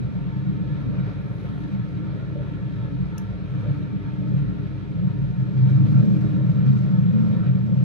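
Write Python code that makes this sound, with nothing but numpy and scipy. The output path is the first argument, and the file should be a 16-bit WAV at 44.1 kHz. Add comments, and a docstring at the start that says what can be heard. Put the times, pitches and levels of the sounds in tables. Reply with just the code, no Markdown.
"""An electric train runs through a concrete tunnel, heard by a phone behind the front window.
Rail roughness shakes the car's resonances, modelled as filtered noise, into a rumble. Wavy patches throb
at their own pitch, pitted stretches make wheels and rails ring louder, bumps thud, flanges rub, and the
last stretch is rougher all over. Ventilation is steady noise and faint tones; loose trim chatters in
surges of noise, something rustles faintly, and a small part clicks close by in noise bursts and pings."""
import sys
import numpy as np
from scipy import signal
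from scipy.fft import rfft, irfft
from scipy.io import wavfile
from scipy.ndimage import uniform_filter1d, map_coordinates

SR = 44100
rng = np.random.default_rng(int(sys.argv[2]) if len(sys.argv) > 2 else 0)


def waveform_to_disk(signal):
    """Save audio, clipped to [-1, 1], as 16-bit WAV at the path in sys.argv[1]."""
    frames = np.transpose(np.atleast_2d(signal))
    scaled = np.clip(frames, -1, 1) * 32767
    samples = np.round(scaled).astype(np.int16)
    wavfile.write(sys.argv[1], SR, samples)


N = 345730
TIME = np.arange(N) / SR  # s
FREQ = np.maximum(np.arange(N // 2 + 1) * SR / N, 1e-3)  # Hz, kept above 0 for the logarithm
HALF_SIDE = np.array([[.5], [-.5]])  # left, right share of a port difference

# The phone's two ports in the cabin's sound field. Each row: frequency in Hz, left's phase lead in rad,
# coherence 0-1, left minus right in dB.
PORTS = [(45, 0.15, 0.99, 1.5), (100, 0.8, 0.99, 1.9), (144, 1.5, 0.99, 1.3), (187, 2, 0.99, 0.9),
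         (235.6, 2.94, 0.92, -1.1), (308, 5.5, 0.85, 0.4), (330, 5.4, 0.93, -0.3), (407, 5.7, 1, 1.5),
         (470, 5.6, 1, -1.5), (545, 6.8, 0.74, -4.5), (780, 8.35, 0.77, 5.5), (1090, 7.73, 0.8, -0.3),
         (1340, 5.6, 0.6, -1.5), (1760, 3.2, 0.4, -0.6), (2020, 3.4, 0.4, -1.5), (2330, 6.5, 0.7, -0.2),
         (2970, 7.3, 0.1, -1.0), (4200, 5.6, 0.36, -1.6), (5940, 1.7, 0, 0.5)]


def undb(db):
    """Decibels to gain."""
    return 10 ** (np.asarray(db) / 20)


def curve(table, axis=1):
    """One column of a table of (s, ..) rows, joined by straight lines."""
    rows = np.array(table)
    return np.interp(TIME, rows[:, 0], rows[:, axis])


def colour(table, axis=1):
    """One column of a table of (Hz, ..) rows, joined on a log-frequency axis."""
    rows = np.array(table)
    return np.interp(np.log(FREQ), np.log(rows[:, 0]), rows[:, axis])


def colour_gain(table):
    """Gain of a spectrum given as (Hz, dB) points."""
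    return undb(colour(table))


def resonances(modes):
    """Gain of steep-sided resonances (Hz, width Hz, dB) whose powers add."""
    power = 0
    for hz, width_hz, db in modes:
        detuning = (FREQ ** 2 - hz ** 2) / (FREQ * width_hz)
        power = power + (undb(db) / (1 + detuning ** 2)) ** 2
    return np.sqrt(power)


def white():
    """Spectrum of fresh noise at 0 dB per Hz."""
    return rfft(rng.standard_normal(N)) * np.sqrt(SR / 2)


def wander(size, count):
    """Random line of unit spread: count straight segments between random knots."""
    knots = rng.standard_normal(count + 1)
    line = np.interp(np.linspace(0, count, size), np.arange(count + 1), knots)
    return line / line.std()


def at_ports(gain):
    """Noise of a given colour at both ports: one shared wave with a phase lag, plus a diffuse part."""
    lead_rad = colour(PORTS, axis=1)
    shared = np.clip(colour(PORTS, axis=2), 0, 1)
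    tilt_db = colour(PORTS, axis=3)
    wave = np.sqrt(shared) * white()
    ears = []
    for side in (1, -1):
        direct = wave * np.exp(.5j * side * lead_rad)
        diffuse = np.sqrt(1 - shared) * white()
        ears.append((direct + diffuse) * undb(side * tilt_db / 2))
    return irfft(np.array(ears) * gain, N)


def near_noise(gain):
    """Close source: noise of unit level and a given colour, independent at each port."""
    x = irfft(np.array([white(), white()]) * gain, N)
    return x / x.std()


def tone(hz, waver_hz, count):
    """A wavering tone of unit level, as it reaches the two ports."""
    phase = 2 * np.pi * np.cumsum(hz + waver_hz * wander(N, count)) / SR
    lead = np.interp(hz, FREQ, colour(PORTS, axis=1)) * HALF_SIDE
    return np.sqrt(2) * np.sin(phase + lead)


def steady(x, size):
    """Hold the slow level of the two ports' mean at 1 over size samples, leaving the fast beating."""
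    return x / np.sqrt(uniform_filter1d(x.mean(axis=0) ** 2, size))


def wavering(x, spread, count):
    """Let the pitch of a stereo sound drift up and down by a small share."""
    drift = wander(N, count)
    place = np.arange(N) + spread * np.cumsum(drift - drift.mean())
    return np.array([map_coordinates(ear, [place], order=1, mode="mirror") for ear in x])


def swell(at_s, half_s):
    """Gaussian rise and fall, as when wheels run over a stretch of rail."""
    return np.exp(-((TIME - at_s) / half_s) ** 2)


def blows(events, t60_s):
    """Envelope of blows (s, dB) that each die away by 60 dB in t60_s."""
    return sum(undb(db - 60 * np.maximum(TIME - s, 0) / t60_s) * (TIME >= s) for s, db in events)


def standing_waves(depth_db):
    """Crowded upper cabin modes: a fixed fine spectral ripple, partly different at each port."""
    shared, left, right = (wander(len(FREQ), count=1500) for _ in range(3))
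    ripple = undb(depth_db * (shared + .5 * np.array([left, right])))
    return ripple / np.sqrt(np.mean(ripple ** 2))


def shaking(db, follow, uneven_db):
    """Level in dB of a resonance: it follows the track's roughness and wavers by chance."""
    # Roughness, higher on a worn stretch. Each row: time in seconds, roughness in dB before follow.
    track_db = [(0, 1.5), (1.0, 1), (1.35, -1), (2.1, -0.5), (3.4, -1.5), (3.68, 0), (4.02, -1.5), (4.3, 6),
                (4.8, -3), (5.05, 2.5), (5.5, 2.5), (5.7, 5), (5.98, 10.5), (6.25, 7), (6.9, 7.5),
                (7.42, 6), (7.8, 7.5)]
    return db + follow * curve(track_db) + uneven_db * wander(N, count=50)


def shaken(modes, db):
    """Resonances driven by rail roughness to a given level."""
    return steady(at_ports(resonances(modes)), size=6500) * undb(db)


def rumble(roll_db):
    """Rail roughness drives six families of resonances; the windows also follow the rolling contact."""
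    # Car body on its springs, floor, cabin air, roof, wall panels, windows.
    # Each row: frequency in Hz, width in Hz, relative level in dB.
    bounce_modes = [(57.3, 6.7, 2), (73, 4.5, -7)]
    floor_modes = [(112.7, 7.9, -9), (130.1, 9, 1.5), (146.1, 20, -6)]
    cabin_modes = [(166.3, 12, -2), (178.6, 9, -1), (190.8, 8.3, -1)]
    roof_modes = [(207.5, 12, 0.5), (238, 13, -7.5)]
    panel_modes = [(280, 24, 2.5), (304.7, 22, 0), (356, 22, -10), (398.7, 20, -9.5)]
    window_modes = [(462, 150, -3), (522.4, 39, -2), (560, 60, -2.5), (602, 13, -2)]
    # Mean levels of bounce and panels. Each row: time in seconds, level in dB.
    deep_db = [(0, -40), (.7, -42.5), (.85, -39.5), (1.4, -43.5), (2.6, -42), (3.4, -43), (3.95, -45),
               (4.4, -42.5), (5.1, -44), (6.0, -46), (7.0, -45.5), (7.8, -49.5)]
    panel_shake_db = [(0, -44.5), (.85, -43.5), (1.3, -46), (2.0, -44), (2.6, -45.5), (3.2, -46.5),
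                      (4.3, -42), (4.7, -43.5), (5.3, -45.5), (5.8, -40), (6.2, -38), (6.6, -43),
                      (7.0, -44), (7.25, -42.5), (7.8, -45.5)]

    bounce = shaken(bounce_modes, curve(deep_db) + 1.0 * wander(N, count=90))
    floor = shaken(floor_modes, shaking(db=-33.0, follow=1.21, uneven_db=1.0))
    cabin = shaken(cabin_modes, shaking(db=-37.0, follow=1.25, uneven_db=1.5))
    roof = shaken(roof_modes, shaking(db=-46.0, follow=1.39, uneven_db=1.0))
    panels = shaken(panel_modes, curve(panel_shake_db) + 1.9 * wander(N, count=90))
    panels = wavering(panels, spread=.016, count=50)
    windows_db = shaking(db=-48.5, follow=0.41, uneven_db=1.5) + 1.2 * roll_db
    windows = wavering(shaken(window_modes, windows_db), spread=.02, count=70)
    windows = windows * undb(1.3 * wander(N, count=140) - .2)
    return bounce + floor + cabin + roof + panels + windows


def throbs(waver=0.017):
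    """Each wavy patch of rail drives the car at one wavering pitch while the wheels cross it."""
    # Each row: middle in seconds, half length in seconds, throb level in dB, mean pitch in Hz.
    patches = [(.06, 0.02, -20, 124.2), (.17, .04, -24.5, 179), (.45, 0.06, -23.5, 136),
               (.48, 0.053, -24.5, 183.6), (.74, .06, -27.5, 137.7), (.85, 0.046, -38.5, 277),
               (.95, .25, -42, 240), (.99, 0.039, -23, 179.8), (1.03, 0.082, -30, 133.6),
               (1.07, .04, -29.5, 108), (1.32, .06, -32, 114.4), (1.67, 0.043, -42, 300.7),
               (1.80, .05, -28.5, 124.7), (1.745, .05, -25.5, 192.3), (2.12, .05, -35, 112),
               (2.40, .05, -28.5, 132.6), (2.65, 0.031, -21.5, 128.6), (2.78, .035, -28, 112),
               (2.85, 0.033, -25.5, 129.4), (2.92, .07, -40, 284), (3.0, 0.042, -23, 135.1),
               (3.04, 0.053, -26.5, 178.6), (3.05, 0.047, -32.5, 59), (3.27, .05, -31.5, 104.2),
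               (3.35, 0.062, -37, 56), (3.58, 0.052, -28.5, 131.1), (3.68, 0.076, -26.5, 109.9),
               (3.70, 0.05, -22, 141.4), (3.752, .07, -40, 79.6), (3.76, 0.04, -36.5, 285.7),
               (3.90, 0.026, -26, 127.7), (3.96, 0.047, -26.5, 191.6), (4.22, 0.059, -26.5, 189.5),
               (4.27, 0.096, -41.5, 286.7), (4.35, 0.041, -24.5, 177.8), (4.39, .08, -23.5, 138.6),
               (4.48, 0.1, -39, 55.7), (4.96, 0.022, -23, 168.7), (5.05, .055, -23, 178.2),
               (5.08, 0.05, -24, 129.1), (5.225, 0.054, -22, 133.2), (5.29, 0.1, -38, 55.9),
               (5.32, .03, -25.5, 129.7), (5.42, 0.033, -24, 138.1), (5.63, 0.047, -14.5, 130),
               (5.735, .05, -14.5, 131.6), (5.82, 0.028, -17.5, 136), (5.84, 0.12, -26, 109.6),
               (5.927, .15, -39.5, 291.8), (5.96, 0.041, -19.5, 134.1), (6.06, .08, -20.5, 206.1),
               (6.11, 0.033, -17.5, 132.6), (6.2, .2, -44.5, 68.4), (6.28, 0.036, -18.5, 136.6),
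               (6.37, .12, -36.5, 309), (6.5, 0.024, -19.5, 145.1), (6.69, 0.035, -16.5, 135.2),
               (6.72, 0.073, -20, 207), (6.95, .06, -19, 183.3), (7.09, 0.046, -19, 176.5),
               (7.2, 0.079, -20, 212), (7.33, 0.039, -21.5, 205.2), (7.5, 0.042, -18, 132.6),
               (7.63, 0.038, -22.5, 190.1), (7.71, .04, -23, 210.4), (7.81, .03, -17.5, 133.7)]
    out = np.zeros((2, N))
    lead_rad = colour(PORTS, axis=1)
    drift = 1 + waver * wander(N, count=260)
    start_turns = rng.random(len(patches))
    for (s, half_s, db, hz), start in zip(patches, start_turns):
        near = np.abs(TIME - s) < 3 * half_s
        phase = 2 * np.pi * (start + np.cumsum(hz * drift[near]) / SR)
        lead = np.interp(hz, FREQ, lead_rad) * HALF_SIDE
        envelope = undb(db) * np.exp(-((TIME[near] - s) / half_s) ** 2)
        out[:, near] += np.sqrt(2) * np.sin(phase + lead) * envelope
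    return out


def rolling():
    """Drive of the rolling contact in dB, raised on pitted rail."""
    # Between pitted stretches. Each row: time in seconds, drive in dB.
    rolling_db = [(0, -3), (2.6, -2.5), (4.9, -3.5), (5.45, -4), (5.7, -1.25), (6.25, -1.54), (7.0, -2.5),
                  (7.48, -2), (7.66, -5), (7.8, -2.5)]
    # Pitted stretches. Each row: middle in seconds, half length in seconds, extra drive in dB.
    pitted = [(0.895, 0.19, 1.5), (1.082, 0.072, 1.5), (1.598, 0.18, 0.4), (3.666, 0.12, 2),
              (6.002, 0.18, 0.5), (6.678, 0.13, 0.7), (7.248, 0.14, 1)]
    return curve(rolling_db) + sum(extra_db * swell(s, half_s) for s, half_s, extra_db in pitted)


def flickering(x, edges_hz=(1500, 1900, 2400, 3000, 3600, 4300, 5500)):
    """Each band of a noise flickers on its own; grit on the rail makes all of them grainy."""
    spectrum = rfft(x)
    band = np.searchsorted(edges_hz, FREQ)
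    grit = undb(1.8 * wander(N, count=2400) - .2)
    total = 0
    for k in range(len(edges_hz) + 1):
        flicker = undb(2.0 * wander(N, count=170) - .5)
        total = total + irfft(spectrum * (band == k), N) * flicker
    return grit * total


def wheels(ripple, roll_db):
    """Steel rolls on steel: wheel and rail modes ring over a hiss, and the contact force flutters."""
    # Wheels and rails. Each row: frequency in Hz, width in Hz, relative level in dB.
    wheel_modes = [(719, 30, -1.5), (790, 50, -5), (896.6, 40, 3.5), (946, 22, 2), (1070, 22, -5),
                   (1180, 33, -4), (1289.6, 23, 0), (1349, 62, -.5), (1416, 90, -1.5), (1575, 170, -7.5),
                   (1703, 35, .5), (1765, 50, -2.5), (1890, 130, -7.5), (2300, 230, -12), (3350, 360, -17),
                   (3807, 32, -10), (3900, 90, -14), (4140, 110, -18.5), (4250, 22, -15)]
    # Broad rolling noise. 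Each row: frequency in Hz, density in dB per Hz at 0 dB drive.
    roll_hiss = [(300, -90.5), (700, -80.5), (1100, -80), (1600, -85.5), (2100, -85.5), (3200, -91),
                 (4300, -94), (5000, -101), (6200, -106), (7500, -117), (11000, -116), (15000, -130)]
    ring = 0
    for first in range(4):
        # the contact patch wanders across the tread: each group of modes varies on its own
        favour_db = 2.2 * wander(N, count=100)
        group = at_ports(resonances(wheel_modes[first::4]) * undb(-75.0))
        ring = ring + group * undb(favour_db)
    ring = wavering(ring, spread=.003, count=60)
    hiss = flickering(at_ports(colour_gain(roll_hiss) * ripple))
    flutter_db = 0.7 * wander(N, count=190)
    return ring * undb(1.21 * roll_db + flutter_db) + hiss * undb(2.67 * roll_db + flutter_db)


def ventilation(ripple):
    """Steady air and drone from the ducts, with faint wavering tones of fans and converters."""
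    # Air. Each row: frequency in Hz, density in dB per Hz.
    vent_air = [(20, -87.5), (200, -79), (700, -85.5), (1100, -99), (1600, -89), (2300, -90.5), (2700, -93),
                (3300, -96.5), (4100, -102), (4800, -105), (6200, -111), (7500, -120), (11000, -121),
                (15000, -134)]
    # Duct drone. Each row: frequency in Hz, width in Hz, density in dB per Hz.
    duct_modes = [(94, 7.9, -65.5), (97.8, 11, -53), (105, 22, -51.5)]
    # Fans and converters. Each row: mean frequency in Hz, mean level in dB.
    whine_tones = [(407, -54), (1350, -76.5), (1703, -78), (2343, -78.5), (2396, -75), (3584, -85),
                   (3779, -84.5), (4138, -86)]
    air = at_ports(np.hypot(colour_gain(vent_air) * ripple, resonances(duct_modes)))
    whine = 0
    for hz, db in whine_tones:
        level = undb(db + 1.4 * wander(N, count=50))
        whine = whine + tone(hz, waver_hz=3.5, count=150) * level
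    return air + whine


def trim():
    """Loose trim buzzes in surges, as chattering noise, with a few harder knocks."""
    # Knocks. Each row: time in seconds, onset level in dB.
    knocks = [(5.89, -65), (6.04, -69), (6.493, -62), (7.175, -69), (7.29, -66)]
    # Buzz. Each row: time in seconds, mean level in dB.
    buzz_db = [(0, -80), (3.4, -80), (3.7, -73.5), (3.9, -81), (4.3, -73), (4.8, -81), (5.15, -74),
               (5.5, -74), (5.7, -68), (6.05, -65), (6.3, -68), (6.42, -73), (6.62, -73), (6.72, -66.5),
               (6.88, -67), (7.0, -73), (7.2, -68), (7.45, -73), (7.8, -71)]
    # Colour. Each row: frequency in Hz, relative level in dB.
    trim_colour = [(1500, -12), (3500, 2), (4500, 7), (6300, 3), (8500, -10), (10800, -2.5), (13000, -14),
                   (15500, -20)]
    chatter = undb(2.2 * wander(N, count=3000))
    bouts = blows(knocks, t60_s=.22)
    buzz = undb(curve(buzz_db) + 1.3 * wander(N, count=220))
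    return near_noise(colour_gain(trim_colour)) * chatter * np.hypot(bouts, buzz)


def bumps():
    """Wheel hits on rough spots, softened by the springs, thud in the windows and wall panels."""
    # Each row: time in seconds, onset level in dB before softening.
    rough_spots = [(1.07, -41.5), (2.355, -35), (3.66, -39.5)]
    # Each row: frequency in Hz, width in Hz, relative level in dB.
    bump_modes = [(410, 22, 0), (476, 100, -9.5), (576, 33, 0)]
    push = uniform_filter1d(blows(rough_spots, t60_s=.3), size=700)
    return steady(at_ports(resonances(bump_modes)), size=3000) * push


def flanges():
    """Now and then a wheel flange rubs the rail and sings hoarsely, catching and letting go."""
    # Each row: middle in seconds, half length in seconds, level in dB before the grip's variation.
    rubs = [(1.1, .05, -56.5), (3.592, 0.18, -58), (5.98, 0.06, -52), (6.55, 0.09, -55), (6.775, 0.15, -56),
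            (7.27, 0.12, -57), (7.44, 0.027, -50)]
    # The rubbed wheel. Each row: frequency in Hz, width in Hz, relative level in dB.
    rub_modes = [(1220, 62, -2.5), (1350, 50, 5.5), (1530, 120, -6)]
    song = wavering(at_ports(resonances(rub_modes)), spread=.014, count=110)
    grip = undb(3 * wander(N, count=170) - 1)
    contact = sum(undb(db) * swell(s, half_s) for s, half_s, db in rubs)
    return steady(song, size=8000) * grip * contact


def rustle(at_s=1.44, half_s=0.32, db=-76.0):
    """A faint, high, grainy rustle close to the phone: noise with fast random level changes."""
    gain = resonances([(6300, 1500, -1), (10900, 2600, 0)])
    return near_noise(gain) * swell(at_s, half_s) * undb(db + 2.2 * wander(N, count=1200))


def click(body_db=-7.5, tail_db=-35.0, pan_db=2.5):
    """A hard little part snaps in quick contacts; its lowest modes ping and the cabin answers briefly."""
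    # Contacts. Each row: time in seconds, onset level in dB before body_db or tail_db.
    contacts = [(3.1801, -34), (3.1816, -29.5), (3.1845, -44), (3.1968, -49), (3.2175, -53)]
    # Ring. Each row: frequency in Hz, width in Hz, relative level in dB.
    click_modes = [(5600, 700, 5.5), (6400, 750, 5.5), (9400, 700, -8), (10200, 650, 4),
                   (11900, 1300, -1.5), (15200, 1400, -3.5)]
    # Pings. Each row: frequency in Hz, 60 dB decay in seconds, level in dB re the first contact.
    click_pings = [(2659, .045, -14), (2815, .04, -15)]
    snap = blows(contacts, t60_s=.011) * undb(body_db)
    tail = blows(contacts, t60_s=.19) * undb(tail_db)
    ring = near_noise(resonances(click_modes)) * np.hypot(snap, tail) * undb(pan_db * HALF_SIDE)
    ping = 0
    for hz, t60_s, db in click_pings:
        ping = ping + np.sin(2 * np.pi * hz * TIME) * blows(contacts[:1], t60_s) * undb(db)
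    return ring + ping


def scene():
    """Everything heard in the front car."""
    ripple = standing_waves(depth_db=2.3)
    roll_db = rolling()
    track = rumble(roll_db) + throbs() + wheels(ripple, roll_db) + bumps() + flanges()
    return track + ventilation(ripple) + trim() + rustle() + click()


def record(dry):
    """The phone cuts the top: a steep elliptic low-pass at 15.7 kHz."""
    low_pass = signal.ellip(8, .2, 70, 15700, fs=SR, output="sos")
    return signal.sosfilt(low_pass, dry)


dry = scene()
out = record(dry)
waveform_to_disk(out)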